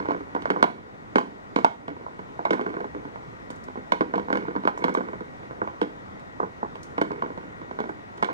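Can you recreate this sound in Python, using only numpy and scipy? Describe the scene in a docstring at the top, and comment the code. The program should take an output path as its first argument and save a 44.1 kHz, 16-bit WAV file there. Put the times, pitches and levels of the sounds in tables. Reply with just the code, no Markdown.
"""Quiet carpeted room: a cat bats the balls of a round plastic track toy close to the microphone.
Knocks and rolling balls excite decaying modes of hollow base, domed lid, thin track walls and ball.
Shaped noise adds cracks to the blows and thin bright ticks, likely claws on plastic.
Sparse reflections surround the toy; filtered noise and wandering sines make room air and a faint whine.
Widened stereo: the left channel is a phase-shifted, level-shifted version of the right."""
import sys
import numpy as np
from scipy import signal
from scipy.fft import rfft, irfft, next_fast_len
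from scipy.io import wavfile
from scipy.ndimage import uniform_filter1d

SR = 44100
rng = np.random.default_rng(int(sys.argv[2]) if len(sys.argv) > 2 else 0)


def bounce(signal):
    """Save signal as a 16-bit WAV file at the path given by the first command-line argument."""
    frames = np.transpose(np.atleast_2d(signal))
    limited = np.clip(frames, -1, 1)
    pcm = np.round(limited * 32767).astype(np.int16)
    wavfile.write(sys.argv[1], SR, pcm)


N = 367353

# room air noise, spectral shape in the right channel: (frequency [Hz], relative density [dB])
AIR_SPECTRUM = [(20, -24), (40, -15), (90, 1), (200, 2), (500, -1), (1000, -3.5), (1400, -6.5), (1680, -13),
                (1950, -10.5), (2300, -18), (3000, -25), (3700, -25.5), (4200, -29.5), (6500, -33),
                (9500, -41.5), (16000, -45)]
# faint whine: (frequency [Hz], left level [dB rms], right level [dB rms], left lead [rad], wander [Hz rms])
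WHINE_TONES = [(1895, -54.5, -61, -2.5, .4), (6132, -81, -82, -1.7, 1.)]
# left channel re right, room air: (frequency [Hz], level [dB], phase lead [rad], likeness [0-1])
AIR_STEREO = [(60, 2, -1.15, .7), (200, -.8, -1.35, .77), (360, -2.4, -1.9, .8), (600, -.8, -2.4, .83),
              (1250, 2.3, -2.86, .86), (2000, 3.5, -2.8, .75), (4000, 2.3, -2.5, .5), (5500, .2, -2.5, .12),
              (9000, -1, -2.5, .05)]
# left channel re right, toy; likeness for reflections: (frequency [Hz], level [dB], lead [rad], likeness [0-1])
TOY_STEREO = [(100, 0, -1., .95), (200, -1.5, -1.1, .95), (420, -2.2, -1.57, .9), (800, -3.4, -2.2, .85),
              (1500, -3.4, -3.1, .85), (2250, -6.8, -3.45, .8), (4000, -8, -3.95, .6),
              (6000, -11, -4.35, .35), (11000, -14, -4.8, .2), (16000, -7, -5.2, .1)]
# reverberation: (frequency [Hz], t60 [s])
ROOM_DECAY = [(200, 0.47), (1000, 0.22), (4000, 0.35), (12000, 0.46)]
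# balls pushed into rolling: (time of full speed [s], rumble level [dB])
ROLLS = [(0.02, -35.5), (.53, -35), (1.5, -56.5), (1.92, -43.5), (2.57, -34.5), (4.11, -42.5), (4.4, -37),
         (4.85, -35), (5.4, -50.5), (6.56, -58), (7.12, -43.5), (7.45, -49), (7.79, -50.5), (8.31, -32)]
# knocks of ball or paw: (time [s], lid force [dB], base re lid [dB], crack re lid [dB])
KNOCKS = [(.0004, -24, -4.5, -24), (.055, -23, -18, -31), (.0856, -22.5, -4, -27), (.1074, -16.5, -20, -29),
          (.118, -38.5, 14, -9), (.1465, -25, -2, -32.5), (.207, -35.5, 1.5, -25), (.3491, -20.5, -6, -26),
          (.3631, -21, -11, -32.5), (.4209, -35, -2, -9.5), (.4552, -19.5, -14, -25.5),
          (.5024, -18, 2.5, -15), (.561, -20.5, -5, -46), (.6266, -7, -8, -18.5), (.6394, -10, -19.5, -22),
          (.688, -37, -22, -35), (1.157, -9.5, -2.5, -18), (1.1828, -9, -22, -21),
          (1.5607, -11.5, -2.5, -20), (1.5872, -19, -6.5, -20), (1.6457, -4.5, -35, -23.5),
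          (1.8802, -21, -3, -23), (2.0637, -25.5, -15, -55), (2.1906, -29.5, -2, -23),
          (2.392, -23, -8.5, -53), (2.4518, -11.5, -19, -27.5), (2.5067, -13, 0, -18.5),
          (2.532, -17, -0.5, -19), (2.5933, -22.5, -5, -32), (2.6113, -25.5, 2.5, -20),
          (2.6476, -42, -14, -23), (2.6632, -21.5, -4, -26.5), (2.6916, -30, -7, -24),
          (2.7399, -31, 2, -25), (2.7668, -26, -1.5, -31), (2.8046, -27.5, -0.5, -25),
          (2.843, -26.5, -4, -29), (2.9479, -34, 6.5, -26), (3.0517, -32.5, -1, -25),
          (3.1582, -30, -15, -28.5), (3.5025, -33.5, 0.5, -14), (3.6828, -31, -3.5, -25.5),
          (3.7556, -28, -11, -38), (3.7739, -32, 0.5, -29), (3.9203, -9, -10, -19),
          (4.0081, -13, -1.5, -24), (4.1375, -15, -12, -31), (4.1554, -32, 12.5, -9.5),
          (4.1785, -18.5, -22, -26.5), (4.1957, -35, 11, -15), (4.2842, -28, -2, -29),
          (4.3021, -18, -8, -29), (4.3277, -16.5, -3, -19.5), (4.3544, -19.5, -2, -23),
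          (4.3714, -23.5, -3, -17.5), (4.451, -33, -27, -38), (4.4826, -28.5, -0.5, -30),
          (4.552, -23.5, -5, -36), (4.5615, -21.5, -1, -30.5), (4.6355, -28, -6, -27),
          (4.6513, -20.5, 1, -24), (4.674, -11, -21, -22.5), (4.7741, -23, -18, -27),
          (4.8407, -14, -1.5, -16.5), (4.8813, -19, -11, -24.5), (4.8935, -22, -1.5, -21),
          (4.9493, -12, -27, -25.5), (4.9726, -20.5, 2, -24), (5.0067, -21.5, -7, -34),
          (5.0846, -29, -7.5, -29), (5.1322, -27.5, -3.5, -31), (5.2059, -32.5, 3.5, -23),
          (5.5087, -33, -2.5, -25), (5.6167, -18.5, -5, -40), (5.674, -23, -15, -29),
          (5.815, -18, 2.5, -18), (5.8273, -26.5, -23, -14.5), (6.1946, -46.5, -10, -9),
          (6.3999, -15, -12.5, -58), (6.4294, -20, -5.5, -55), (6.6296, -18.5, -8, -59),
          (6.7547, -34, -7, -18), (6.9793, -19.5, -7.5, -23), (7.0138, -14.5, -1, -17.5),
          (7.0491, -29, -1, -30), (7.1051, -24.5, -2.5, -31), (7.1164, -28.5, 2, -19),
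          (7.2219, -17, -17, -32.5), (7.2328, -47, 19, -24), (7.2609, -30, 0, -33), (7.303, -33, 1, -29),
          (7.3757, -28.5, -3, -24), (7.615, -36.5, 4.5, -24), (7.711, -30.5, 0.5, -24),
          (7.7882, -20, -22, -29), (7.8025, -23.5, 0, -20), (7.8392, -29, -3, -30), (7.8563, -33, 0, -27),
          (7.8916, -25, -3.5, -31), (8.1776, -39.5, -9, -15), (8.2257, -11, -14, -20),
          (8.2448, -24.5, -6.5, -10.5), (8.287, -19.5, -16, -41)]
# thin bright ticks, likely claws on plastic: (time [s], level before colouring [dB], t60 [s])
CLAW_TICKS = [(0.4094, -65, 0.098), (3.5047, -44.5, 0.049), (3.5594, -57, 0.086), (3.6384, -50, 0.054),
              (4.776, -49.5, 0.12), (4.941, -41.5, 0.047), (6.1953, -63, 0.064), (6.7545, -61, 0.08),
              (6.8314, -42.5, 0.057), (7.891, -58, 0.063), (8.1748, -55, 0.044)]
# noise colour of a crack: (frequency [Hz], gain [dB])
CRACK_COLOUR = [(1500, 0.5), (3000, 20), (6000, 2), (9000, -5.5), (15000, -16)]
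# noise colour of a tick: (frequency [Hz], gain [dB])
TICK_COLOUR = [(2000, -11), (4500, 7.5), (6500, 11), (9000, 4.5), (15000, -8)]
# modes of the hollow base: (frequency [Hz], relative level [dB], t60 [s])
BASE_MODES = [(174.3, -12.5, 0.12), (197, -4.5, 0.12), (248.5, -3, 0.053), (303, 0.5, 0.076),
              (346.7, 0.5, 0.045), (422.3, 2.5, 0.062), (488, 1, 0.076)]
# modes of the domed lid: (frequency [Hz], relative level [dB], t60 [s])
LID_MODES = [(508, -0.5, 0.015), (672.5, 0, 0.03), (820, -9, 0.071), (936, 5, 0.025), (1038, 3.5, 0.03),
             (1187, 3.5, 0.014)]
# modes of the thin track walls: (frequency [Hz], relative level [dB], t60 [s])
WALL_MODES = [(1426, 3.5, 0.018), (1498, 7.5, 0.022), (1562, 6.5, 0.0087), (1882, 2, 0.009)]
# modes of the ball shell: (frequency [Hz], relative level [dB], t60 [s])
BALL_MODES = [(2200, 10, 0.02), (2457, -4.5, 0.019), (2877, -10, 0.023), (2956, -11.5, 0.036),
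              (3180, -10, 0.015), (3536, -13.5, 0.036), (3825, -13, 0.022), (4280, -12, 0.02),
              (4910, -14, 0.022), (6190, -17.5, 0.018)]
# microphone colour: (frequency [Hz], gain [dB])
MIC_RESPONSE = [(8000, -1.98), (10500, -5.5), (11800, -17.5), (13000, -10.5), (15000, -4)]

AIR_DB_RMS, BAND_EDGE_HZ = -40, 15850
PATTERN_TURN_S = .23  # three reflection patterns rotate slowly, each leading in turn
SPEEDUP_DB_PER_S, SLOWDOWN_DB_PER_S, ROCKING_DB = 123, 57, -57  # at rest the balls still rock faintly
GRIT_PER_S = 500
TAPS_PER_S, TAP_RE_RUMBLE_DB, TAP_SPREAD_DB, TAP_CRACK_RE_LID_DB = 12, 4, 6, -36
WALLS_RE_LID_DB, WALLS_DB_PER_CRACK_DB, WALLS_DB_PER_BASE_DB = 1.5, 0.2, 0.15
REFLECTIONS_DB = -7.5
GAIN_THRESHOLD_DB, GAIN_CUT_DB_PER_DB, GAIN_RECOVERY_DB_PER_S = -20, 0.32, 22.0  # recovery of the held level


def gain_of(db):
    """Decibels to amplitude."""
    return 10 ** (np.asarray(db) / 20)


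def evened(x):
    """Scale to rms 1."""
    return x / np.sqrt(np.mean(x ** 2) + 1e-20)


def columns_at(table, hz):
    """Interpolate each column of a frequency table on a log axis."""
    table_hz, *columns = np.transpose(table)
    return [np.interp(np.log(hz + 1), np.log(table_hz + 1), column) for column in columns]


def coloured(x, table):
    """Filter, zero phase, by a gain table in dB."""
    hz = np.fft.rfftfreq(x.shape[-1], 1 / SR)
    return irfft(rfft(x) * gain_of(columns_at(table, hz)[0]), x.shape[-1])


def widened(shared, other, table):
    """Stereo widener: right is shared; left is it shifted in phase and level, blended with other if given."""
    size = next_fast_len(N)
    level_db, lead_rad, likeness = columns_at(table, np.fft.rfftfreq(size, 1 / SR))
    left = np.exp(1j * lead_rad) * rfft(shared, size)
    if other is not None:
        left = likeness * left + np.sqrt(1 - likeness ** 2) * rfft(other, size)
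    return np.array([irfft(gain_of(level_db) * left, size)[:N], shared])


def whine():
    """Thin sines whose pitch and level wander a little."""
    out = np.zeros((2, N))
    for hz, left_db, right_db, lead_rad, wander_hz in WHINE_TONES:
        drift, flutter = (evened(uniform_filter1d(row, 3000)) for row in rng.standard_normal((2, N)))
        phase_rad = 2 * np.pi * np.cumsum(hz + wander_hz * drift) / SR
        amplitude = np.sqrt(2) * gain_of(np.c_[[left_db, right_db]] + 2 * flutter)
        out += amplitude * np.sin(phase_rad + np.c_[[lead_rad, 0]])
    return out


def air():
    """Room noise: random spectra with faint drifting patches, partly alike in both channels, plus whine."""
    frames, hz = N // 256 + 5, np.fft.rfftfreq(1024, 1 / SR)
    a, b, c, d, patches = rng.standard_normal((frames, 513, 5)).T
    patches = uniform_filter1d(patches, 10, 0)
    patches = evened(uniform_filter1d(patches, 12, 1))
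    spectrum_db = columns_at(AIR_SPECTRUM, hz)[0][:, None] + 1.22 * patches
    spectra = np.array([a + 1j * b, c + 1j * d]) * gain_of(spectrum_db)
    noise = signal.istft(spectra, nperseg=1024, noverlap=768)[1][:, :N]
    return widened(*(gain_of(AIR_DB_RMS) * evened(noise)), AIR_STEREO) + whine()


def room(x):
    """Sparse random-sign reflections, each band dying at its own speed; three patterns take turns."""
    taps = np.zeros((3, 2, SR // 2))
    slots = np.arange(140, SR // 2 - 20, 20)  # first reflection after about 3 ms
    at = slots + rng.integers(0, 20, (3, 2, (SR // 2 - 141) // 20))
    np.put_along_axis(taps, at, rng.choice([-1., 1.], at.shape), 2)
    hz, t, spectra = signal.stft(taps, SR, nperseg=256)
    decay_db = -60 * t / columns_at(ROOM_DECAY, hz)[0][:, None]
    tail = signal.istft(spectra * gain_of(decay_db), SR, nperseg=256)[1]
    tail /= np.linalg.norm(tail[0, 0])
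    turn_rad = np.pi * (np.arange(N) / SR / PATTERN_TURN_S + np.c_[[0, 1, 2]]) / 3
    turn = np.sqrt(2 / 3) * np.cos(turn_rad)  # squares sum to 1
    return signal.fftconvolve((turn * x)[:, None], tail, axes=2)[..., :N].sum(0)


def bursts(start_s, level_db, t60_s, colour):
    """Coloured noise bursts with a sudden start and a dying tail."""
    out, t = np.zeros(N + 4000), np.arange(4000) / SR
    noise = rng.standard_normal((len(start_s), 4000))
    for s, db, decay_s, row in zip(start_s, level_db, t60_s, noise):
        envelope = gain_of(db - 60 * t / max(decay_s, .003))
        out[round(s * SR):][:4000] += envelope * row
    return coloured(out, colour)[:N]


def rumble_db(s):
    """Rumble level: each roll swells quickly and dies away; roll powers add."""
    top_s, top_db = np.transpose(ROLLS)[:, :, None]
    drop_db = np.maximum(SPEEDUP_DB_PER_S * (top_s - s), SLOWDOWN_DB_PER_S * (s - top_s))
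    power = gain_of(2 * ROCKING_DB) + gain_of(2 * (top_db - drop_db)).sum(0)
    return 10 * np.log10(power)


def rolling():
    """Drive of a rolling ball meeting seams and grit: many tiny uneven blows."""
    height = gain_of(4.5 * np.minimum(rng.exponential(1, N), 4))
    grit = height * (rng.random(N) < GRIT_PER_S / SR) * rng.choice([-1, 1], N)
    s = np.arange(0, N, 200) / SR
    return gain_of(np.interp(np.arange(N) / SR, s, rumble_db(s))) * evened(grit)


def knocks():
    """The clear knocks, then light taps of rolling balls at chance moments, following the rumble."""
    gap, force, base = rng.random((200, 3)).T
    s = np.cumsum(-np.log(1 - gap)) / TAPS_PER_S
    force_db = rumble_db(s) + TAP_RE_RUMBLE_DB + TAP_SPREAD_DB * (2 * force - 1)
    taps = np.c_[s, force_db, 12 * (base - .6), TAP_CRACK_RE_LID_DB + 0 * s]
    taps[s > N / SR - .05, :2] = 0, -120  # taps past the end: inaudible
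    return np.r_[KNOCKS, taps].T


def blows(start_s):
    """One blow and four weaker rebounds of loose plastic per knock: (time [s], level [dB]) arrays."""
    late = rng.random((len(start_s), 5)) * (np.arange(5) > 0)
    rebound = late > 0
    return start_s[:, None] + rebound * .004 + .03 * late, rebound * -7. - 16 * late


def ring(pulses, hz, t60_s):
    """Two-pole resonance: each pulse starts a sine of its own height that dies away."""
    r = 10 ** (-3 / (max(t60_s, .004) * SR))
    w = 2 * np.pi * hz / SR
    return signal.lfilter([0, r * np.sin(w)], [1, -2 * r * np.cos(w), r ** 2], pulses)


def swell(x, hz):
    """Second, wider pass through the resonance: the ring takes a moment to build up."""
    return ring(x, hz, .004) * 2 * np.log(1000) / (.004 * SR)


def toy():
    """Blows and rolling excite the same modes; each blow lands elsewhere, so mode heights and signs vary."""
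    start_s, lid_db, base_re_lid_db, crack_re_lid_db = knocks()
    base_db, crack_db = lid_db + base_re_lid_db, lid_db + crack_re_lid_db
    walls_db = lid_db + WALLS_RE_LID_DB
    walls_db = walls_db + WALLS_DB_PER_CRACK_DB * crack_re_lid_db + WALLS_DB_PER_BASE_DB * base_re_lid_db
    ball_db = (walls_db + crack_db) / 2 - 1.0  # ball shell rings at every blow, louder with a stronger crack
    blow_s, rebound_db = blows(start_s)
    at = np.minimum(np.round(blow_s * SR).astype(int), N - 1)
    roll, out = rolling(), np.zeros(N)
    # (modes, knock level [dB], rolling gain [dB], contact time [s])
    parts = [(BASE_MODES, base_db, -22, .0011), (LID_MODES, lid_db, -24, .0004),
             (WALL_MODES, walls_db, -25, .0003), (BALL_MODES, ball_db, -31, .00012)]
    for modes, knock_db, roll_db, contact_s in parts:
        part = np.zeros(N)
        for hz, mode_db, t60_s in modes:
            place = rng.choice([-1, 1], at.shape) * gain_of(2.53 * rng.standard_normal(at.shape))
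            pulses = gain_of(roll_db) * roll * rng.choice([-1, 1], N)
            np.add.at(pulses, at, place * gain_of(knock_db[:, None] + rebound_db))
            part += gain_of(mode_db) * swell(ring(pulses, hz, t60_s), hz)
        contact = np.clip(np.arange(.5, 200) / (contact_s * SR), 0, 1)
        push = np.sin(np.pi * contact) ** 2  # a blow lasts a moment
        out += np.convolve(part, push / push.sum())[:N]
    # too small to radiate deep bass
    out = signal.sosfilt(signal.butter(4, 175, "high", fs=SR, output="sos"), out)
    return out + bursts(blow_s[:, 0], crack_db + 1, 0.034 + 0 * crack_db, CRACK_COLOUR)


def scene():
    """Room air, reflections, and the toy with its ticks."""
    near = toy() + bursts(*np.transpose(CLAW_TICKS), TICK_COLOUR)
    reflections = gain_of(REFLECTIONS_DB) * room(near)
    return air() + widened(*reflections, TOY_STEREO) + widened(near, None, TOY_STEREO)


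def record(dry):
    """Microphone colour, mild gain control with slow recovery, clipping, band limit."""
    padded = np.pad(dry, [(0, 0), (0, next_fast_len(N) - N)])
    x = coloured(padded, MIC_RESPONSE)[:, :N]
    power_db = 10 * np.log10(abs(uniform_filter1d((x ** 2).mean(0), 400)) + 1e-12)
    fall_db = np.arange(N) * GAIN_RECOVERY_DB_PER_S / SR
    held_db = np.maximum.accumulate(power_db + fall_db) - fall_db
    over_db = np.maximum(held_db - GAIN_THRESHOLD_DB, 0)
    cut_db = GAIN_CUT_DB_PER_DB * uniform_filter1d(over_db, 600, origin=299)  # lags the level
    x = np.clip(x / gain_of(cut_db), -1, 1)
    lowpass = signal.firwin(511, BAND_EDGE_HZ, window=("kaiser", 9), fs=SR)
    return signal.oaconvolve(x, lowpass[None], "same")


dry = scene()
out = record(dry)
bounce(out)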